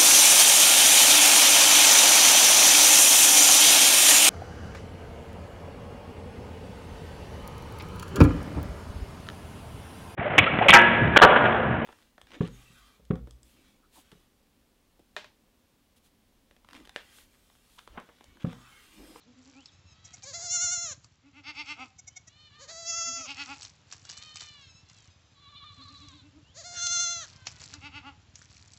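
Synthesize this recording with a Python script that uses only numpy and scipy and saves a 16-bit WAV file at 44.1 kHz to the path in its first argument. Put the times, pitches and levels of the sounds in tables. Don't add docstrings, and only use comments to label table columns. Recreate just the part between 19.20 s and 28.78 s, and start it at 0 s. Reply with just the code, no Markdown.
import sys
import numpy as np
from scipy import signal
from scipy.fft import rfft, irfft
from scipy.io import wavfile
from scipy.ndimage import uniform_filter1d

SR = 44100
rng = np.random.default_rng(int(sys.argv[2]) if len(sys.argv) > 2 else 0)


def store_wav(level_fs):
    pcm = np.round(np.clip(np.atleast_2d(level_fs), -1, 1) * 32767)
    wavfile.write(sys.argv[1], SR, pcm.T.astype(np.int16))


N = 422478
TIME = np.arange(N) / SR
CUTOFF_HZ = 8100

# nasal_db, mouth_db, throat_db, ring_db
BLEATS = [(1.126, 1.295, 0.046, 1.40, 1.742, 708.4, .04, .046, 10.27, 1.339, 0.031, 1.212, 6.5, 14, -40.5, -53, -44.5, -42, -28.5),
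          (3.474, 3.663, 0.052, 3.785, 4.08, 673.6, 0.03, .024, 11.3, 3.778, 0.014, 3.49, 5, 13, -48, -52.5, -43, -42, -34),
          (7.43, 7.554, 0, 7.772, 8.065, 692.5, -0.03, 0.031, 11.02, 7.646, 0.013, 7.565, 2, 21, -48, -53.5, -41, -35.5, -28.5)]
# frequency_hz, gain_db
OPEN_THROATS = [
    [(350, -46), (600, -23.5), (1020, -35.5), (1430, -35), (1750, -28), (2090, -14), (2380, -16.5),
     (3630, -14), (3870, -11.5), (4180, -5.5), (4600, -22.5), (5470, -3.5), (7100, 2.5), (8000, -24.5),
     (10400, -46.5), (17600, -120)],
    [(350, -43), (600, -29), (1160, -29.5), (1370, -12), (1740, -48), (2000, -17.5), (2650, -14),
     (2950, -30), (3330, -15.5), (4270, -27.5), (4600, -11.5), (6100, 4), (6870, 5), (8000, -24),
     (10400, -45), (17600, -120)],
    [(350, -66), (600, -27), (691, -23), (1050, -26), (1380, 2), (1750, -5), (2060, -17), (2480, -19.5),
     (3440, -9), (3790, -8.5), (4220, -6), (5130, -25.5), (6170, -7), (8000, -30), (10400, -49.5),
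     (17600, -120)],
]
# frequency_hz, gain_db
SHUT_THROAT = [(350, -4), (600, -1.5), (750, -2), (1300, -12.5), (1750, -6), (2200, -10.5), (2900, -19),
               (3700, -7), (4500, -0.5), (5300, -6.5), (6000, -2.5), (6900, 1.5), (7900, -15.5)]
# nasal_db, mouth_db, throat_db
SHUT_DB = [-53, -60, -51]
LOSS_SHARES = [0.32, 0.83, 0.72, 1.0]


def kid_bleats(tremble_calms_s=.87, scoop_s=.011, settle_s=.15, lips_part_s=.0073):
    out = np.zeros(N)
    bands_hz = [350, 1000, 1700, 4900, 9000]
    for row, throat in zip(BLEATS, OPEN_THROATS):
        (start, opens, jaw_lag, strongest, end, hz, flat, fall_s, tremble_hz, crest, depth,
         catch, squeak_db, end_loss_db, shut_ring_db, *open_levels) = row
        t = span(start, end)
        age, left = t - start, end - t
        tremble = depth * np.exp(-age / tremble_calms_s) * np.cos(2 * np.pi * tremble_hz * (t - crest))
        tremble += .002 * drift(len(t), 45.03)
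        scoop = .24 * np.exp(-age / scoop_s) + flat * np.exp(-age / settle_s)
        fall = .37 * np.exp(-left / fall_s)
        pitch = hz * (1 + tremble - scoop - fall)
        lips, jaw = [(1 + np.tanh((t - s) / lips_part_s / 2)) / 2 for s in (opens, opens + jaw_lag)]
        rasp = .041 + .069 * (1 - lips) + .63 * bump(t, catch, .03) + 1.1 * np.exp(-left / .032)
        buzz = vocal_folds(pitch, jitter=.0012 + .018 * rasp, rasp=rasp)
        voice = (1 - lips) * rms_one(colour(buzz, SHUT_THROAT)) + lips * rms_one(colour(buzz, throat))
        loss_db = end_loss_db * ((t - strongest) / (end - strongest)) ** 2
        bands = zip([lips, jaw, lips, lips], [*SHUT_DB, shut_ring_db], open_levels, LOSS_SHARES)
        nasal, wide, throaty, ring = [(1 - opening) * shut_db + opening * (open_db - share * loss_db)
                                      for opening, shut_db, open_db, share in bands]
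        squeak = squeak_db * bump(age, .026, .014)
        voice = mouth(voice, bands_hz, [nasal, wide + squeak / 2, throaty + squeak, ring])
        push_db = 52 * tremble + 1.27 * drift(len(t), 70)
        add(out, t, voice * fade(t, .017) * from_db(push_db))
    return out


# middle_s, half_length_s, pitch_hz, edge_drop_share, low_db, high_db
CROAKS = [(1.088, 0.06, 571, .11, -52, -44.5), (3.43, 0.049, 570, 0.23, -55, -50.5),
          (7.394, 0.056, 682, 0.27, -53, -46)]


def kid_croaks(width_s=.018, edge_db=-4):
    out = np.zeros(N)
    for s, half, hz, drop, *levels in CROAKS:
        t = span(s - half, s + half)
        slack = 1 - bump(t, s, width_s)
        buzz = vocal_folds(hz * (1 - drop * slack), jitter=.0049, rasp=.11)
        voice = mouth(colour(buzz, SHUT_THROAT), [350, 2400, 9000], levels)
        add(out, t, voice * from_db(edge_db * slack) * fade(t, .036))
    return out


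# middle_s, pitch_hz, nasal_db, throat_db, ring_db
CHUCKLES = [(0.855, 728, -69, -66, -46.5), (0.943, 718, -57, -57, -43.5), (1.04, 780, -55.5, -53.5, -41.5),
            (2.795, 748, -65, -57, -45.5), (2.883, 734, -62.5, -50.5, -42), (2.972, 736, -59, -45.5, -42.5),
            (3.082, 650, -64, -58, -49)]
# frequency_hz, gain_db
CHUCKLE_THROAT = [(400, -23), (740, -4), (1450, -12), (2230, 3), (2950, -18.5), (3700, -7), (4450, -11),
                  (5200, -3.5), (5950, 5), (6750, 3), (7400, -0.5), (8000, -16)]


def kid_chuckles(width_s=.006, gain_db=-1.5):
    out = np.zeros(N)
    for s, hz, *levels in CHUCKLES:
        t = span(s - .03, s + .011)
        pitch = hz * (1 - .385 * (t - s) - 45 * (t - s) ** 2)
        buzz = vocal_folds(pitch, jitter=.013, rasp=.22)
        voice = mouth(colour(buzz, CHUCKLE_THROAT), [400, 1700, 4900, 9000], levels)
        add(out, t, voice * bump(t, s, width_s) * from_db(gain_db) * fade(t, .0021))
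    return out


# first_throb_s, last_throb_s, fully_open_s, first_hz, top_hz, last_hz,
# nasal_db, mouth_db, throat_db, tongue_db
THROB_CALLS = [(0.097, 0.385, 0.43, 247.6, 279, 275, -54.5, -63.5, -62, 2),
               (2.074, 2.621, 2.315, 290, 302.6, 262.8, -54.5, -49, -38, 7),
               (3.898, 4.317, 4.12, 257.3, 287.5, 284, -52.5, -48, -37.5, -1.5),
               (6.61, 7.175, 6.62, 272, 300.7, 316, -57, -79, -69.5, 0),
               (8.554, 8.88, 8.67, 296.3, 295.2, 284.5, -54, -50.5, -44, 3.5)]
# nasal_db_per_s, mouth_db_per_s, throat_db_per_s
OPENING_RATES = [11, 99, 130]
# nasal_db, mouth_db, throat_db
SHUT_LOSS_DB = [5, 30.5, 38]
# nasal_db, mouth_db, throat_db
LAST_THROB_DB = [2.5, 3.5, -6.5]


def throbs(spacing_s=.107, climb_s=.23):
    for first, last, opened, first_hz, top_hz, last_hz, *open_db, tongue_db in THROB_CALLS:
        for s in np.linspace(first, last, round((last - first) / spacing_s) + 1):
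            hz = last_hz if s == last else np.interp(s, [first, first + climb_s], [first_hz, top_hz])
            loss_db = np.minimum(np.multiply(OPENING_RATES, max(opened - s, 0)), SHUT_LOSS_DB)
            closing_db = np.multiply(LAST_THROB_DB, s == last)
            yield s, hz, tongue_db, *(open_db - loss_db + closing_db)


# frequency_hz, width_hz, gain_db
DEEP_RESONANCES = [(278.3, 20, 12), (844, 82, 3), (1316, 122, 2), (2110, 81, -3), (2634, 193, 0),
                   (3460, 170, -8.5), (3760, 310, -13), (4650, 130, -6), (5370, 84, -6.5),
                   (6660, 99, -17.5)]


def deep_goat(rise_s=.026, fall_s=.012, hum_s=.023, sag_share=.2):
    out = np.zeros(N)
    for s, hz, tongue_db, nasal_db, mouth_db, throat_db in throbs():
        t = span(s - .062, s + .062)
        pitch = hz * (1 - sag_share * (1 - np.exp(-((t - s) / .042) ** 2)))
        late = t - s - .0053
        push = np.exp(-np.abs(late / np.where(late < 0, rise_s, fall_s)) ** 2.1 / 2) + .12
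        hum = np.exp(-np.abs((t - s) / hum_s) ** 2.1 / 2) + .036
        slack = (1 - push) ** 2
        buzz = vocal_folds(pitch, jitter=.011 + .035 * slack, rasp=.32 + .6 * slack)
        shimmer = from_db(1.2 * drift(len(t), 280))
        resonances = [(centre * (1 + .018 * rng.normal()), width, db + 1.2 * rng.normal())
                      for centre, width, db in DEEP_RESONANCES]
        dull_db = np.clip(1.2 * (throat_db + 40), -8, 0)
        tone = [(100, 0), (1800, 0), (2190, tongue_db), (2450, 0),
                (3000, 0), (4200, dull_db), (9000, dull_db)]
        voice = colour(resonate(buzz * shimmer, resonances), tone)
        push_db, hum_db = 20 * np.log10([push, hum])
        levels = [nasal_db + hum_db, mouth_db + push_db, throat_db + push_db]
        add(out, t, mouth(voice, [150, 620, 1750, 8500], levels) * fade(t, .012))
    return out


# time_s, peak_db, centre_hz, bass_db (higher means more bass)
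SNAPS = [(0.4569, -35, 4700, -10), (1.3564, -33, 6300, -4.5), (1.8436, -42, 5490, 1.5),
         (4.4199, -31, 5050, -6.5), (4.4291, -30, 5100, -11), (4.4491, -32.5, 4430, -13),
         (4.7238, -27.5, 7560, -0.5), (4.7262, -34, 7350, -8), (4.851, -38, 5310, 1),
         (4.8913, -31, 4640, -6), (4.8974, -30, 6160, -4), (4.9326, -36, 3070, -19),
         (4.9741, -32.5, 6140, -1), (5.024, -38, 2980, -14), (5.1568, -30, 4200, -2.5),
         (5.1694, -31, 3070, -13), (5.205, -35, 3100, -24), (5.697, -41, 5000, 1), (6.8844, -41, 3790, -15),
         (7.6672, -16.5, 6190, -19), (8.1599, -44, 5240, -13), (8.2688, -20.5, 2620, -11),
         (8.415, -34.5, 5900, -19), (8.438, -37.5, 6610, -12), (8.5379, -28.5, 6340, -1),
         (9.1551, -35.5, 7000, -17), (9.215, -42.5, 5660, 16), (9.3667, -41, 1800, -17),
         (9.5335, -40, 5250, -16)]
# frequency_hz, width_hz, gain_db
TWIG_RESONANCES = [(694, 1700, -6.5), (1570, 920, -8), (2390, 770, -2.5), (4410, 1200, 1.5),
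                   (5790, 890, 3.5), (7110, 570, 1)]


def twig_snaps(crack_s=.0015, bend_s=.013, bend_db=-31, splinter_s=.011, splinter_db=-17):
    out = np.zeros(N)
    for s, peak_db, centre_hz, bass_db in SNAPS:
        t = span(s - .015, s + .064)
        age = t - s
        crack = rng.standard_normal(len(t)) * np.exp(-np.abs(age) / crack_s) * np.clip(age / .0017, 0, 1)
        bend = from_db(bend_db) * np.exp(-np.abs(age) / bend_s)
        splinter = from_db(splinter_db) * np.exp(-np.abs(age) / splinter_s)
        fibres = np.where(age < 0, bend, splinter) * rng.laplace(0, .6, len(t))
        resonances = []
        for hz, width, db in TWIG_RESONANCES:
            tone_db = (bass_db + 16) * (hz < 2000) - 5 * abs(np.log2(hz / centre_hz))
            resonances.append((hz * rng.uniform(.905, 1.18), width, db + tone_db))
        snap = resonate(crack + fibres, resonances)
        add(out, t, from_db(peak_db) * snap / np.abs(snap).max())
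    return out


# start_s, length_s, level_db
STEPS = [(0.192, .22, -62.5), (.85, .85, -60), (2.35, .3, -63.5), (4.102, .36, -52), (4.711, .02, -48.5),
         (4.876, .15, -50.5), (5.158, .06, -46.5), (5.28, .1, -60.5), (5.697, .15, -60.5),
         (6.553, .38, -64.5), (8.054, .1, -56.5), (8.28, .1, -55.5), (8.416, 0.093, -48.5),
         (9.19, .41, -56.5)]


def hoof_rustle(clicks_per_s=800, rise_s=.012, settle_s=.05, rest_db=-74, gain_db=-3.5):
    level = from_db(rest_db)
    for s, length, db in STEPS:
        before, after = np.maximum(s - TIME, 0), np.maximum(TIME - s - length, 0)
        level = level + from_db(db) * np.exp(-np.minimum(before / rise_s + after / settle_s, 20))
    chance = clicks_per_s * from_db(4 * drift(N, 35)) / SR / len(TWIG_RESONANCES)
    rustle = 0
    for resonance in TWIG_RESONANCES:
        hits = np.flatnonzero(rng.random(N) < chance)
        clicks = np.zeros(N)
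        clicks[hits] = rng.standard_normal(len(hits))
        clicks[hits] *= from_db(2.5 * np.minimum(rng.exponential(1, len(hits)), 3))
        rustle = rustle + resonate(clicks + .015 * rng.standard_normal(N), [resonance])
    return rms_one(rustle) * level * from_db(gain_db)


# start_s, end_s, pitch_peak_s, top_hz, droop_share_per_s_squared, low_db, high_db
FAR_BLEATS = [(0.667, 1.07, .85, 650, 1.73, -71, -64.5), (3.08, 3.38, 3.215, 610, 6.3, -70, -57.5),
              (3.3, 3.497, 3.45, 614, 4, -59, -58), (4.841, 5.51, 5.13, 618.5, 1.3, -62, -50),
              (5.633, 5.947, 5.68, 694, 4.1, -87, -64), (8.001, 8.58, 7.9, 546.3, 0.49, -65, -67.5)]
# frequency_hz, gain_db
FAR_THROAT = [(450, -25), (600, -34), (1200, 1.5), (1800, -1), (2450, -4), (3050, 3), (3650, 0), (4250, 2),
              (5000, -14), (7000, -19.5)]


def far_bleats(swell_db=12, waver_db=2, gain_db=-2):
    out = np.zeros(N)
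    for start, end, peak_s, hz, droop, *loudest_db in FAR_BLEATS:
        t = span(start, end)
        levels = [db - swell_db * np.linspace(-1, 1, len(t)) ** 2 for db in loudest_db]
        pitch = hz * (1 - droop * (t - peak_s) ** 2) * (1 + .007 * drift(len(t), 30))
        buzz = vocal_folds(pitch, jitter=.0046, rasp=.1)
        voice = mouth(colour(buzz, FAR_THROAT), [450, 2100, 8000], levels)
        add(out, t, voice * from_db(gain_db + waver_db * drift(len(t), 55)) * fade(t, .015))
    return out


# time_s, pitch_hz, low_db, middle_db, high_db
QUAVER = [(6.12, 567, -80, -81, -77), (6.261, 576, -60.5, -58.5, -71), (6.48, 584.5, -60.5, -57.5, -65),
          (6.58, 580.6, -59.5, -65, -59.5), (6.82, 578.5, -61.5, -64.5, -56.5),
          (7.05, 507, -68, -65, -69.5)]
# frequency_hz, gain_db
QUAVER_THROAT = [(290, -46), (500, -31), (704, -21), (1070, 1), (1160, 3), (1350, 6), (1740, -12.5),
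                 (2030, -11), (2770, -12.5), (3300, -3.5), (4030, 7), (5310, -22), (7000, -27), (9100, -64),
                 (15400, -120)]


def far_quaver(swoops_per_s=12.2, waver_db=3.86):
    out = np.zeros(N)
    t = span(QUAVER[0][0], QUAVER[-1][0])
    pitch, *levels = curves(QUAVER, t)
    phase = 2 * np.pi * swoops_per_s * (t - 6.2) + .39 * drift(len(t), 20)
    swoop = uniform_filter1d(-signal.sawtooth(phase), size=350) * np.linspace(.035, .065, len(t))
    voice = colour(vocal_folds(pitch * (1 + swoop), jitter=.007, rasp=.2), QUAVER_THROAT)
    levels = [db + waver_db * drift(len(t), 45.57) for db in levels]
    add(out, t, mouth(voice, [450, 2100, 3850, 8000], levels) * fade(t, .035))
    return out


# time_s, pitch_hz, level_db
SQUEALS = [
    [(.52, 1290, -67), (.62, 1330, -79), (.68, 1336, -59), (.74, 1265, -58)],
    [(5.41, 1303, -60), (5.48, 1340, -62.5), (5.52, 1290, -65), (5.6, 1337, -59.5), (5.67, 1334, -86)],
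    [(5.9, 1250, -67), (6.03, 1238, -76), (6.14, 1260, -74)],
]
# frequency_hz, gain_db
SQUEAL_THROAT = [(900, -22), (1300, -11), (2600, 0), (4000, 1), (5300, 3), (6600, 1.5), (8000, -16)]


def far_squeals(waver_db=4):
    out = np.zeros(N)
    for rows in SQUEALS:
        t = span(rows[0][0], rows[-1][0])
        pitch, db = curves(rows, t)
        level = from_db(db + waver_db * drift(len(t), 32.3))
        voice = colour(vocal_folds(pitch, jitter=.0077, rasp=.13), SQUEAL_THROAT)
        add(out, t, level * rms_one(voice) * fade(t, .0074))
    return out


# start_s, length_s, start_hz, end_hz, level_db
WHISTLES = [(0, 0.04, 4440, 3230, -64), (0.336, 0.11, 2270, 3710, -59), (0.478, 0.021, 4020, 3000, -57),
            (2.886, 0.12, 2950, 3530, -69.5), (7.229, 0.12, 2700, 3790, -64), (9.11, 0.13, 2770, 3720, -73)]


def bird():
    out = np.zeros(N)
    for s, length, start_hz, end_hz, db in WHISTLES:
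        t = span(s, s + length)
        pitch = start_hz + (end_hz - start_hz) * np.linspace(0, 1, len(t)) ** 1.8
        add(out, t, from_db(db) * np.sin(2 * np.pi * np.cumsum(pitch) / SR) * fade(t, length / 4))
    return out


# time_s, firings_per_s
ENGINE_SPEED = [(0, 15.5), (1.9, 14.5), (2.6, 12), (4, 13.5), (5.8, 12), (7, 14), (8.2, 16), (9.58, 19.5)]
# time_s, level_db
ENGINE_LEVEL = [(0, -71), (.67, -58.5), (1.76, -53.5), (2.05, -67.5), (2.15, -61.5), (4.6, -60.5),
                (5.4, -58), (6.03, -61), (6.86, -54), (7.15, -58), (8.62, -53), (9.58, -59.5)]
# frequency_hz, gain_db
EXHAUST_TONE = [(18, -67), (30, -20.5), (38, -27), (66, -6.5), (92, 3), (132, -4), (247, -19), (300, -17.5),
                (390, -41), (660, -120)]


def engine(unevenness=.083, rumble=.0135, gain_db=-3):
    rate = curves(ENGINE_SPEED, TIME)[0] * (1 + .02 * drift(N, 12))
    count = np.floor(np.cumsum(rate) / SR)
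    firings = np.diff(count, prepend=0) * (1 + unevenness * drift(N, 5.7))
    thuds = colour(firings + rumble * rng.standard_normal(N), EXHAUST_TONE)
    return rms_one(thuds) * from_db(curves(ENGINE_LEVEL, TIME)[0] + gain_db)


# frequency_hz, gain_db
AIR_TONE = [(18, -37), (30, -20.5), (68, -1.5), (101, -3.5), (392, -15.5), (1180, -16), (1970, -18.5),
            (3530, -17), (6330, -23.5), (7460, -23), (8000, -81), (10400, -47.5), (17600, -120)]
# time_s, level_db
AIR_LEVEL = [(0, -65.5), (.9, -65), (1.9, -70), (2.9, -68.5), (3.3, -66.5), (4.6, -64), (5.6, -64.5),
             (6.1, -66), (7.2, -65), (8.2, -61.5), (9.58, -65.5)]


def air():
    return from_db(curves(AIR_LEVEL, TIME)[0]) * rms_one(colour(rng.standard_normal(N), AIR_TONE))


def vocal_folds(pitch, jitter, rasp):
    phase = 2 * np.pi * np.cumsum(pitch * (1 + jitter * drift(len(pitch), 350))) / SR
    pulses = sum(np.cos(k * phase) * np.clip((CUTOFF_HZ - k * pitch) / 200 + 1, 0, 1)
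                 for k in range(1, int(CUTOFF_HZ / pitch.min()) + 1))
    return rms_one(pulses) + rasp * (1 + np.cos(phase)) * rng.standard_normal(len(pitch))


def mouth(voice, edges_hz, levels_db):
    out, window = 0, round(SR / 90)
    for low, high, db in zip(edges_hz, edges_hz[1:], levels_db):
        band = signal.sosfiltfilt(signal.butter(4, [low, high], "band", fs=SR, output="sos"), voice)
        power = uniform_filter1d(uniform_filter1d(band ** 2, window), window)
        out = out + from_db(db) * band / np.sqrt(np.abs(power) + 1e-12)
    return out


def outdoors(x, echo_db, decay_s):
    t = span(0, .5)
    echoes = rng.standard_normal(len(t)) * (rng.random(len(t)) < .05)
    echoes *= from_db(-60 * t / decay_s) * (t > .004)
    echoes = signal.sosfilt(signal.butter(1, 4000, fs=SR, output="sos"), echoes)
    return x + from_db(echo_db) * signal.fftconvolve(x, echoes / np.linalg.norm(echoes))[:N]


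def colour(x, tone):
    size = 2 ** 13
    hz, db = np.transpose(tone)
    octave = np.log2(np.arange(size // 2 + 1) * SR / size + 1)
    octaves_outside = np.abs(octave - np.clip(octave, np.log2(hz[0]), np.log2(hz[-1])))
    gain = from_db(np.interp(octave, np.log2(hz), db) - 20 * octaves_outside)
    cepstrum = irfft(np.log(gain))
    cepstrum[1:size // 2] *= 2
    response = irfft(np.exp(rfft(cepstrum[:size // 2], size)))
    return signal.fftconvolve(x, response)[:len(x)]


def resonate(x, resonances):
    out = 0
    for k, (hz, width, db) in enumerate(resonances):
        r = np.exp(-np.pi * width / SR)
        feedback = [1, -2 * r * np.cos(2 * np.pi * hz / SR), r * r]
        ring = signal.lfilter(np.array([1, 0, -1]) * (1 - r * r) / 2, feedback, x)
        out = out + (-1) ** k * from_db(db) * ring
    return out


def from_db(db):
    return 10 ** (np.asarray(db) / 20)


def rms_one(x):
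    return x / np.sqrt(np.mean(x ** 2) + 1e-20)


def curves(rows, t):
    s, *columns = np.transpose(rows)
    return [np.interp(t, s, c) for c in columns]


def span(start, end):
    return TIME[max(int(start * SR), 0):int(end * SR)]


def add(out, t, sound):
    first = round(t[0] * SR)
    out[first:first + len(t)] += sound


def drift(size, turns_per_s):
    points = rng.standard_normal(int(size * turns_per_s / SR) + 2)
    return np.interp(np.arange(size) * turns_per_s / SR, np.arange(len(points)), points)


def fade(t, length_s):
    return np.clip(np.minimum(t - t[0], t[-1] - t) / length_s, 0, 1)


def bump(t, centre_s, width_s):
    return np.exp(-((t - centre_s) / width_s) ** 2 / 2)


def scene():
    kid = kid_bleats() + kid_croaks() + kid_chuckles()
    near = outdoors(kid + deep_goat() + twig_snaps() + hoof_rustle(), echo_db=-18, decay_s=.31)
    far = outdoors(far_bleats() + far_quaver() + far_squeals() + bird(), echo_db=-13, decay_s=.3)
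    return (near + far + air() + engine())[None]


def record(dry):
    return signal.sosfilt(signal.ellip(10, .3, 80, CUTOFF_HZ - 200, fs=SR, output="sos"), dry)


dry = scene()
out = record(dry)
store_wav(out)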